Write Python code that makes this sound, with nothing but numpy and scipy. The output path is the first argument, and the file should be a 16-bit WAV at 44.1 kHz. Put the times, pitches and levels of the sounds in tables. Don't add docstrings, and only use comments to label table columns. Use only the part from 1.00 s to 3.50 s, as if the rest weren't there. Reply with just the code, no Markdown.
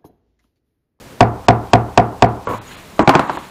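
import sys
import numpy as np
from scipy import signal
from scipy.fft import rfft, irfft
from scipy.io import wavfile
from scipy.ndimage import uniform_filter1d, minimum_filter1d

SR = 44100
rng = np.random.default_rng(int(sys.argv[2]) if len(sys.argv) > 2 else 0)


def how_loud(loudness_db):
    steps = np.asarray(loudness_db, float) / 20
    return 10 ** steps


def store_wav(level_fs):
    pcm = np.round(np.clip(np.atleast_2d(level_fs), -1, 1) * 32767)
    wavfile.write(sys.argv[1], SR, pcm.T.astype(np.int16))


N = 110250

# frequency in Hz, density in dB per Hz.
AIR_SPECTRUM = [(15, -50), (25, -4), (70, -4.5), (223, -5.5), (301, -8), (344, -7), (2480, -19.5),
                (13200, -31), (16000, -33)]
# start in seconds, peak in dB, thump in dB, brightness in dB,
# pitch factor of the steel.
BLOWS = [
    (0.2067, 2, 1.5, 6, 1.25),
    (0.4841, 2.5, 1, 4, 1.2),
    (0.7334, 1, 2, 8.5, 1.04),
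    (0.9757, 1.5, -2.5, 7, 1.04),
    (1.223, 1, -0.5, -0.5, 1.3),
]
# frequency in Hz, level in dB, t60 in seconds, rise in seconds.
SADDLE_MODES = [(51, -13, 0.44, .05), (76.5, -13.5, 0.55, 0.019), (115.8, 6.5, 0.28, 0.02),
                (127, 4.5, 0.14, 0.043), (248.5, 14.5, 0.072, 0.013), (394.5, 7, 0.1, 0.00062),
                (503, -2.5, 0.13, 0.0026), (689.1, 10.5, 0.13, 0.0056), (730.4, 10, 0.13, 0.0017),
                (799, -1, 0.18, 0.0045), (917.4, 32, 0.0074, 0.001), (1006, -11, 0.43, 0.0034),
                (1477, 7, 0.02, 0.00046), (1825, -8, 0.033, 0.0019)]
SADDLE_SWING = [1, 1, 1, 1, 1, 1, -1, 1, 1, -1, 1, 1, 1, 1]
# frequency in Hz, density in dB per Hz.
SADDLE_TAIL = [(30, -15), (60, -2.5), (110, -4), (190, -8), (270, -6), (450, -7.5), (590, -15), (720, -8.5),
               (1300, -19.5), (2100, -29.5), (6000, -46), (12000, -75)]
# frequency in Hz, density in dB per Hz.
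STEEL_SPECTRUM = [(1150, -22), (2820, 6), (3200, 5), (4550, 3), (5300, -10), (6500, -5.5), (8300, -7),
                  (16000, -46)]
# frequency in Hz, t60 in seconds.
ROOM_DECAY = [(50, 0.13), (160, 0.36), (420, 0.37), (1100, 0.48), (2000, 0.3), (3500, 0.17), (8000, 0.11)]
# frequency in Hz, level in dB, t60 in seconds,
# rise in seconds.
RETURN_MODES = [(710, -1, 0.13, 0.021), (687, -13.5, 0.089, .03)]
# time in seconds, level in dB.
SLEEVE_MOVES = [(1.4, -89), (1.5, -45), (1.56, -43), (1.62, -55), (1.66, -47), (1.72, -39), (1.8, -44),
                (1.87, -49.5), (2.0, -58), (2.25, -38.5), (2.349, -38.5), (2.5, -47.5)]
# frequency in Hz, density in dB per Hz.
CLOTH_SPECTRUM = [(300, -26), (1000, 12.5), (2500, 9), (4200, 5.5), (5500, -28), (6800, 1), (8300, -6.5),
                  (15000, -14)]
# time in seconds, level in dB.
PALM_SLIDES = [(1.44, -80), (1.48, -58), (1.555, -53), (1.6, -72), (1.68, -54), (1.76, -69), (1.9, -88),
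               (2.02, -45), (2.1, -68)]
# start in seconds, peak in dB.
SKIPS = [(1.472, 3.5), (1.479, -7), (1.488, -6), (1.495, -6), (1.501, -1), (1.511, -1.5), (1.515, -3),
         (1.524, -12), (1.532, -12), (1.5366, -1), (1.548, -10), (1.555, -13), (1.567, -15), (1.981, -16)]
# frequency in Hz, level in dB, t60 in seconds, rise in seconds.
RIM_MODES = [(110.8, -18, 0.36, 0.019), (316, -44, 0.11, 0.0028), (502, 4, 0.013, 0.0011),
             (977, -15.5, 0.17, 0.00052), (1098, -2, 0.032, 0.00054), (1336, -4.5, 0.016, 0.00064),
             (2230, -27, 0.09, 0.00072)]
# start in seconds, length in seconds, level in dB, fade in dB.
DRAGS = [
    (1.473, 0.091, -23, -7),
    (2, 0.049, -11, -10),
]
# frequency in Hz, density in dB per Hz.
SCUFF_SPECTRUM = [(60, 0), (300, 8.5), (600, 7), (1000, -7), (1500, -2.5), (2300, -20.5), (3500, -39),
                  (12000, -27.5)]
# start in seconds, peak in dB, thump in dB, brightness in dB,
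# pitch factor of the spot.
DROPS = [
    (1.993, 1, 10, -1.5, 0.82),
    (2.0755, 6.5, 17, 5.5, 1.004),
    (2.0925, 9.5, 1, 7, 1.015),
    (2.1378, -0.5, 1, -25, 1.2),
    (2.1418, -1.5, -19, -27, 1.65),
    (2.152, 8, 13.5, 5, 1.02),
    (2.194, 3, 4, -0.5, 1.05),
    (2.296, -4.5, -6, -4, 1.1),
    (2.372, -16, 8, -3, 1.16),
]
# frequency in Hz, level in dB, t60 in seconds, rise in seconds.
BENCH_MODES = [(150, -1, 0.043, 0.0044), (273.4, -4, 0.15, 0.0078), (347, 5.5, 0.05, 0.0021),
               (452.5, -11, 0.16, 0.0062), (556, 4.5, 0.038, 0.0017), (674, 7, 0.05, 0.0019),
               (769, 6.5, 0.039, 0.00064), (823, -5, 0.082, 0.00071), (837, 15, 0.02, 0.00052),
               (1006, -1.5, 0.11, 0.001), (1146, 6, 0.031, 0.0006), (1375, 10, 0.021, 0.00052),
               (2414, 1, 0.012, 0.00051), (3850, -4.5, 0.0079, 0.00032)]
# frequency in Hz, density in dB per Hz.
BENCH_TAIL = [(18, -46), (30, -18), (333, -5), (407, -17), (930, -8.5), (1030, -9.5), (2800, -26),
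              (6740, -38.5), (12000, -47), (15600, -63), (22000, -120)]
# start in seconds, level in dB, thump in dB.
LANDINGS = [
    (1.993, -0.5, 18),
    (2.154, -9, 16),
]
# frequency in Hz, level in dB, t60 in seconds, rise in seconds.
LANDING_MODES = [(338.2, 2.5, 0.094, .008), (527, 7.5, 0.032, 0.00073), (670, 9.5, 0.026, 0.0017),
                 (866, -6.5, 0.25, 0.005), (1030, -2, 0.19, 0.0038), (1146, -6, 0.34, 0.018),
                 (1222, -1, 0.11, 0.002)]
# start in seconds, length in seconds, lower edge in Hz, loss in dB.
TREBLE_LOSSES = [(.2, .033, 8700, -15), (.458, .06, 8700, -15), (.471, .011, 1800, -20),
                 (.712, .026, 8700, -15), (.955, .045, 8700, -15), (1.193, .045, 8700, -15),
                 (1.268, .016, 4500, -12), (1.448, .028, 8700, -35), (1.477, .011, 3900, -25),
                 (1.587, .027, 4300, -25), (1.757, .011, 5500, -16), (1.99, .095, 8700, -35),
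                 (2.032, .014, 3500, -14), (2.15, .032, 8700, -28), (2.278, .032, 8700, -35),
                 (2.374, .012, 4300, -15)]

DETUNE = 0.0044


def evened(x):
    return x / np.sqrt(np.mean(x ** 2) + 1e-20)


def read(points, hz):
    f, value = np.transpose(points)
    return np.interp(np.log(hz + 1), np.log(f + 1), value)


def add(mix, s, sound):
    part = mix[round(s * SR):][:len(sound)]
    part += sound[:len(part)]


def coloured(x, spectrum):
    hz = np.fft.rfftfreq(len(x), 1 / SR)
    return irfft(rfft(x) * how_loud(read(spectrum, hz)), len(x))


def slow_noise(length, smooth):
    return evened(uniform_filter1d(rng.standard_normal(length), size=smooth))


def air():
    level_db = -40 + 0.63 * slow_noise(N, 3000)
    return how_loud(level_db) * evened(coloured(rng.standard_normal(N), AIR_SPECTRUM))


def swell_before_blows():
    out = np.zeros(N)
    length_s, level_db, hz = 0.006, -31, 900
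    t = np.arange(0, length_s, 1 / SR)
    swell_spectrum = [(hz / 2, -15), (hz, 0), (hz * 2, -12), (16000, -50)]
    for s, *_ in BLOWS:
        swell = evened(coloured(rng.standard_normal(SR // 10), swell_spectrum))
        add(out, s - length_s, how_loud(level_db) * swell[:len(t)] * t / length_s)
    return out


def ring(modes, low_db, bright_db, detune, pitch, swing=1, muffle_db=0):
    t = np.arange(SR // 2) / SR
    hz, db, t60, rise = np.transpose(modes)[:, :, None]
    hz = hz * pitch * (1 + detune * rng.standard_normal(hz.shape))
    db = db + read([(150, low_db), (500, 0), (1200, 0), (2500, bright_db)], hz)
    settled = np.clip((t - 0.036) / 0.005, 0, 1)
    db = db + muffle_db * (hz > 600) * settled
    envelope = how_loud(db - 60 * t / t60) * (1 - np.exp(-t / rise))
    return (np.reshape(swing, (-1, 1)) * envelope * np.sin(2 * np.pi * hz * t)).sum(0) / 3


def tail(noise, spectrum, rise_s):
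    frame = dict(nperseg=512, noverlap=384)
    hz, t, z = signal.stft(evened(coloured(noise, spectrum)), SR, **frame)
    decay = how_loud(-60 * t / read(ROOM_DECAY, hz)[:, None])
    x = signal.istft(z * decay, SR, **frame)[1][:len(noise)]
    return x * (1 - np.exp(-np.arange(len(x)) / SR / rise_s))


def crack(bright_db, pitch):
    t = np.arange(SR // 2) / SR
    decay_s, rise_s = 0.0017, 0.0014
    spectrum = [(hz * pitch, db) for hz, db in STEEL_SPECTRUM]
    noise = evened(coloured(rng.standard_normal(len(t)), spectrum))
    return how_loud(-9 + bright_db) * noise * np.exp(-t / decay_s) * (1 - np.exp(-t / rise_s))


def impacts(rows, modes, spectrum, level_db, tail_db, rise_s, detune, crack_db, saddle=False):
    out = np.zeros(N)
    shared = rng.standard_normal(SR // 2)
    same = 1
    lead_s, lead_db = 0.00042, -17
    lead = -how_loud(lead_db) * np.sin(np.pi * np.arange(0, lead_s, 1 / SR) / lead_s) ** 2
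    for s, db, low_db, bright_db, pitch in rows:
        noise = same * shared + np.sqrt(1 - same ** 2) * rng.standard_normal(SR // 2)
        if saddle:
            body = ring(modes, low_db, bright_db, detune, 1, SADDLE_SWING, muffle_db=-8)
        else:
            body = ring(modes, low_db, bright_db, detune, pitch)
        diffuse = how_loud(tail_db) * tail(noise, spectrum, rise_s)
        level = how_loud(db + level_db)
        add(out, s, level * (body + diffuse + crack(bright_db + crack_db, pitch)))
        add(out, s - lead_s, level * lead)
    return out


def saddle_blows():
    return impacts(BLOWS, SADDLE_MODES, SADDLE_TAIL, level_db=4.5, tail_db=-9, rise_s=0.00082,
                   detune=DETUNE, crack_db=0, saddle=True)


def returning_knock():
    out = np.zeros(N)
    for s, db, *_ in BLOWS:
        add(out, s + 0.085, how_loud(db) * ring(RETURN_MODES, 0, 0, DETUNE, 1))
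    return out


def sleeve():
    level_db = np.interp(np.arange(N) / SR, *np.transpose(SLEEVE_MOVES))
    grains = how_loud(2.1 * slow_noise(N, 300)) * rng.standard_normal(N)
    return how_loud(level_db) * evened(coloured(grains, CLOTH_SPECTRUM))


def palm():
    centre_hz, width_hz = 6800, 720
    band = [(centre_hz - 2 * width_hz, -40), (centre_hz, 0), (centre_hz + 2 * width_hz, -40)]
    level_db = np.interp(np.arange(N) / SR, *np.transpose(PALM_SLIDES))
    patches_db = 6.1 * slow_noise(N, 700)
    return how_loud(level_db + patches_db) * evened(coloured(rng.standard_normal(N), band))


def rim_skips():
    rows = [(s, db, 0, 0, 1) for s, db in SKIPS]
    return impacts(rows, RIM_MODES, BENCH_TAIL, level_db=-1.5, tail_db=-32, rise_s=0.0032,
                   detune=0.028, crack_db=-42)


def drag():
    out = np.zeros(N)
    for s, length, level_db, fade_db in DRAGS:
        t = np.arange(0, length, 1 / SR)
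        slips = rng.standard_normal(SR // 4) * how_loud(2.2 * slow_noise(SR // 4, 120))
        edges = np.clip(np.minimum(t / 0.003, (t[-1] - t) / 0.01), 0, 1)
        shape = edges * how_loud(level_db + fade_db * t / t[-1])
        add(out, s, shape * evened(coloured(slips, SCUFF_SPECTRUM))[:len(t)])
    return out


def bench_drops():
    return impacts(DROPS, BENCH_MODES, BENCH_TAIL, level_db=-3, tail_db=-14, rise_s=0.00066,
                   detune=0.037, crack_db=-2.1)


def flat_landings():
    out = np.zeros(N)
    for s, db, low_db in LANDINGS:
        add(out, s, how_loud(db) * ring(LANDING_MODES, low_db, 0, 0, 0.94))
    return out


def scene():
    hammer = saddle_blows() + bench_drops() + rim_skips() + drag()
    background = air() + sleeve()
    details = returning_knock() + swell_before_blows() + flat_landings() + palm()
    return (hammer + background + details)[None]


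def lose_treble(x):
    frame = dict(nperseg=256, noverlap=192)
    top_hz = 15600
    hz, t, z = signal.stft(x, SR, **frame)
    for s, length, above_hz, loss_db in TREBLE_LOSSES:
        z = z * how_loud(loss_db * np.outer(hz > above_hz, (t > s) & (t < s + length)))
    return signal.istft(z * (hz < top_hz)[:, None], SR, **frame)[1][:, :N]


def top_cut(x):
    return signal.sosfilt(signal.butter(12, 16290, fs=SR, output="sos"), x)


def record(dry):
    duck_from_db, duck_share, recover_db_per_s, ceiling = -11, 0.31, 116, 0.92
    power = uniform_filter1d(dry[0] ** 2, size=400, origin=199)
    power_db = 10 * np.log10(abs(power) + 1e-12)
    held_db = -minimum_filter1d(-power_db, size=4000, origin=1999)
    fall = np.arange(N) * recover_db_per_s / SR
    falling_db = np.maximum.accumulate(held_db + fall) - fall
    over_db = np.maximum(falling_db - duck_from_db, 0)
    ducked = dry / how_loud(duck_share * uniform_filter1d(over_db, size=600, origin=299))
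    mix = lose_treble(np.clip(ducked, -ceiling, ceiling))
    return top_cut(mix)


dry = scene()
out = record(dry)
store_wav(out)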